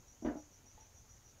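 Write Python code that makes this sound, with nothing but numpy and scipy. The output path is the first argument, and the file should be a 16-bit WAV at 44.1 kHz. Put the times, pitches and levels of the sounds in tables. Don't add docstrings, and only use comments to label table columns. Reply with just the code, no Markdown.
import sys
import numpy as np
from scipy import signal
from scipy.fft import rfft, irfft, next_fast_len
from scipy.io import wavfile
from scipy.ndimage import uniform_filter1d, map_coordinates

SR = 44100
rng = np.random.default_rng(int(sys.argv[2]) if len(sys.argv) > 2 else 0)


def invert_db(level):
    return 10 ** (np.asarray(level, dtype=float) / 20)


def generate_wav(sig):
    pcm = np.round(np.clip(np.atleast_2d(sig).T, -1, 1) * 32767).astype(np.int16)
    wavfile.write(sys.argv[1], SR, pcm)


N = 61739


def unit(x):
    return x / np.sqrt(np.mean(x ** 2) + 1e-20)


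def along(points, hz):
    f, v = np.transpose(points)
    return np.interp(np.log(hz + 1), np.log(f + 1), v)


def wobble(rate):
    knots = rng.standard_normal(int(N * rate / SR) + 4)
    return map_coordinates(knots, [np.arange(N) * rate / SR])


def filtered(x, response):
    m = next_fast_len(N + SR // 2)
    return irfft(rfft(x, m) * response(np.fft.rfftfreq(m, 1 / SR)), m)[..., :N]


def rush(spectrum, patchy_db):
    z = signal.stft(rng.standard_normal(N + 512), nperseg=512)[2]
    field = uniform_filter1d(rng.standard_normal(z.shape), size=4, axis=0)
    field = uniform_filter1d(field, size=5, axis=1)
    x = signal.istft(z * invert_db(patchy_db * unit(field)), nperseg=512)[1][:N]
    return unit(filtered(x, lambda hz: invert_db(along(spectrum, hz))))


def echoes(x, decay, delay_s):
    hz, t, z = signal.stft(rng.standard_normal(SR // 2), SR, nperseg=256)
    fade = invert_db(-60 * t / along(decay, hz)[:, None])
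    tail = signal.istft(z * fade, SR, nperseg=256)[1]
    late = np.pad(x, (int(delay_s * SR), 0))
    return signal.fftconvolve(late, tail / np.linalg.norm(tail))[:N]


def room_tone():
    # frequency in Hz, density in dB per Hz.
    air = [(12, -18.5), (20, -1.5), (64, -0.5), (122, -2.5), (140, -10), (385, -17), (422, -17.5),
           (519, -17.5), (4800, -31), (6240, -50.5), (10600, -120)]
    return invert_db(-64) * rush(air, patchy_db=1.53)


def chorus():
    # frequency in Hz, density in dB per Hz.
    band = [(4900, -30), (5500, -10), (5900, -9.5), (6250, -4), (6600, -2), (7000, -6.5), (7400, -16),
            (7900, -40)]
    swell_hz, swell_db = 7.98, 1
    flutter_hz, flutter_db = 250, 0.88
    level_db = -69.5 + swell_db * wobble(2 * swell_hz) + flutter_db * wobble(flutter_hz)
    return invert_db(level_db) * rush(band, patchy_db=1)


def cricket():
    # start in seconds, level in dB.
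    chirps = [(-.072, -63.5), (.073, -63.5), (.219, -64), (0.367, -64), (.512, -65.5), (.657, -64),
              (.799, -64.5), (0.945, -65.5), (1.089, -64), (1.238, -64.5), (1.382, -66)]
    # delay in seconds, level in dB.
    pulses = [
        (0, 1),
        (0.021, 4),
        (0.047, 1),
        (.067, -8.5),
    ]
    pitches = [5820, 5890, 5970, 6080]
    pulse_s, sag_hz = 0.01661, 117.7
    beat_hz, beat_depth = 133.4, 0.449
    scatter_db, detune_hz = 0.5, 35
    out, clock = np.zeros(N), np.arange(N) / SR
    chance = rng.standard_normal((len(chirps), len(pulses), 3))
    rough_turns = 0.11 * wobble(500)
    for (start, db), row in zip(chirps, chance):
        for (delay, level), hz, (size, detune, phase) in zip(pulses, pitches, row):
            t = np.clip(clock - start - delay, 0, pulse_s)
            beat = 1 - beat_depth * np.cos(2 * np.pi * beat_hz * t)
            shape = np.sin(np.pi * t / pulse_s) * beat
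            sag_turns = sag_hz * t * (t / pulse_s - 1) / 2
            turns = rough_turns + (hz + detune_hz * detune) * t - sag_turns
            tone = np.sin(2 * np.pi * turns + 3 * phase)
            out += invert_db(db + level + scatter_db * size) * shape * tone
    yard = echoes(out, [(6000, 0.12)], delay_s=.004)
    return out + yard


def bottle():
    # time in seconds, level in dB, hardness in Hz, small modes in dB, favoured by the spot in Hz.
    contacts = [(0.149, -64.5, 895, -3, 570), (.2225, -40.5, 716, -8, 596), (.232, -57.5, 760, -11, 662),
                (0.2477, -30, 2500, -8.5, 578.7), (.2560, -33, 2000, -8.5, 280),
                (0.2721, -31, 1500, -11, 238.6), (0.2958, -43, 1200, -5.5, 300), (.317, -43, 900, -15, 300),
                (.354, -35.5, 700, -25, 701), (0.381, -60.5, 600, -23, 680), (0.431, -61, 500, -15.5, 280),
                (0.64, -67, 600, 0.5, 364)]
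    # frequency in Hz, level in dB, t60 in seconds.
    panel = [(170, -11, 0.1935), (242.1, -2, 0.086), (280, -12.5, 0.24), (300, -2.5, 0.2),
             (358.4, -2.5, 0.02), (510.6, -8, 0.023), (570, -15, 0.0416), (605.5, -15, 0.026),
             (644.9, -20, 0.1707), (702.1, -23, 0.319), (834.8, -22, 0.24), (981.4, -20, 0.1135),
             (1396, -22, 0.027), (1495.4, -20, 0.165)]
    # frequency in Hz, density in dB per Hz.
    dense = [(140, -37), (220, -9.5), (500, 3), (800, -2), (1600, -3.5), (2500, -11.5), (4000, -14.5),
             (6500, -15.5), (9000, -120)]
    # frequency in Hz, t60 in seconds.
    garage = [(100, 0.274), (500, 0.407), (2000, 0.2724), (6000, 0.2234)]
    attack_s, crack_t60_s, scatter_db = 0.001005, 0.02392, 5.5
    spot_boost_db, spot_octaves = 7, .3
    stilled_s, stilled_db, stilling_s = .4, -10, .014
    ring_send_db, crack_send_db = -9.5, 9
    edge_hz = 190

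    out, clock = np.zeros(N), np.arange(N) / SR
    hz, level, t60 = np.transpose(panel)[:, :, None]
    scatter = rng.standard_normal((len(contacts), len(panel), 1))
    for (start, db, hard_hz, dense_db, spot_hz), chance in zip(contacts, scatter):
        t = np.maximum(clock - start, 0)
        rise = (1 - np.exp(-t / attack_s)) ** 2
        spot = spot_boost_db * np.exp(-(np.log2(hz / spot_hz) / spot_octaves) ** 2)
        mode_db = level + spot + scatter_db * chance - 60 * t / t60
        gain = invert_db(mode_db) / (1 + (hz / hard_hz) ** 2)
        ring = np.sum(gain * np.sin(2 * np.pi * hz * t), axis=0) * rise
        small_modes = filtered(rush(dense, patchy_db=0.0), lambda f: 1 / (1 + (f / hard_hz) ** 2))
        crack = invert_db(dense_db - 60 * t / crack_t60_s) * rise * small_modes
        grip = np.clip((clock - stilled_s) / stilling_s, 0, 1) * (start < stilled_s)
        wet = echoes(invert_db(ring_send_db) * ring + invert_db(crack_send_db) * crack, garage, delay_s=0.0074)
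        out += invert_db(stilled_db * grip) * invert_db(db) * (ring + crack + wet)

    def edge(f):
        return -f * f / (edge_hz ** 2 - f * f + 1j * f * edge_hz * np.sqrt(2))

    return filtered(out, lambda f: edge(f) ** 2)


def bench():
    start_s, hz, level_db, t60_s, rise_s = .247, 56, -39, .25, .008
    t = np.maximum(np.arange(N) / SR - start_s, 0)
    envelope = invert_db(level_db - 60 * t / t60_s) * (1 - np.exp(-t / rise_s))
    return envelope * np.sin(2 * np.pi * hz * t)


def handling():
    starts = [.774, 1.04]
    # length in seconds, level in dB.
    rubs = [
        (.075, -69),
        (.1, -82),
    ]
    # frequency in Hz, width in Hz, level in dB.
    board = [
        (450, 45, -4),
        (860, 40, 3),
        (1900, 250, -12),
        (3200, 2500, -12),
    ]
    grain_rate_hz, grain_scatter_db = 2500, 3
    touch_db, touch_s = 3, .0007
    rise_s, t60_s, top_hz = .003, .12, 5000

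    clock = np.arange(N) / SR
    hits = rng.random(N) < grain_rate_hz / SR
    grains = hits * invert_db(grain_scatter_db * rng.standard_normal(N)) * rng.choice([-1, 1], N)
    touches, stroke = np.zeros(N), np.zeros(N)
    for start, (length, db) in zip(starts, rubs):
        touch = np.clip((clock - start - rise_s) / touch_s, 0, 1)
        touches += invert_db(touch_db) * np.sin(np.pi * touch) ** 2
        fade_db = 60 * np.maximum(clock - start - length, 0) / t60_s
        stroke += invert_db(db - fade_db) * np.clip((clock - start) / rise_s, 0, 1)

    def body(f):
        total = 0
        for k, (centre, width, db) in enumerate(board):
            resonance = 1j * f * width / (centre * centre - f * f + 1j * f * width)
            total = total + (-1) ** k * invert_db(db) * resonance
        return total / (1 + 1j * f / top_hz) ** 4

    return unit(filtered(grains + touches, body)) * stroke


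def scene():
    outside = cricket() + chorus()
    inside = bottle() + bench() + handling() + room_tone()
    return (inside + outside)[None]


def microphone_hiss():
    # frequency in Hz, density in dB per Hz.
    hiss = [(3500, -6), (5000, 2), (8000, -3.5), (10000, -4), (12500, -2.5), (15600, -3.5)]
    return invert_db(-74.5) * rush(hiss, patchy_db=-1.84)


def band_limit(x):
    return signal.sosfilt(signal.butter(12, 15680, fs=SR, output="sos"), x)


def record(dry):
    top_hz = 15720
    mix = filtered(dry + microphone_hiss(), lambda hz: hz < top_hz)
    return band_limit(mix)


dry = scene()
out = record(dry)
generate_wav(out)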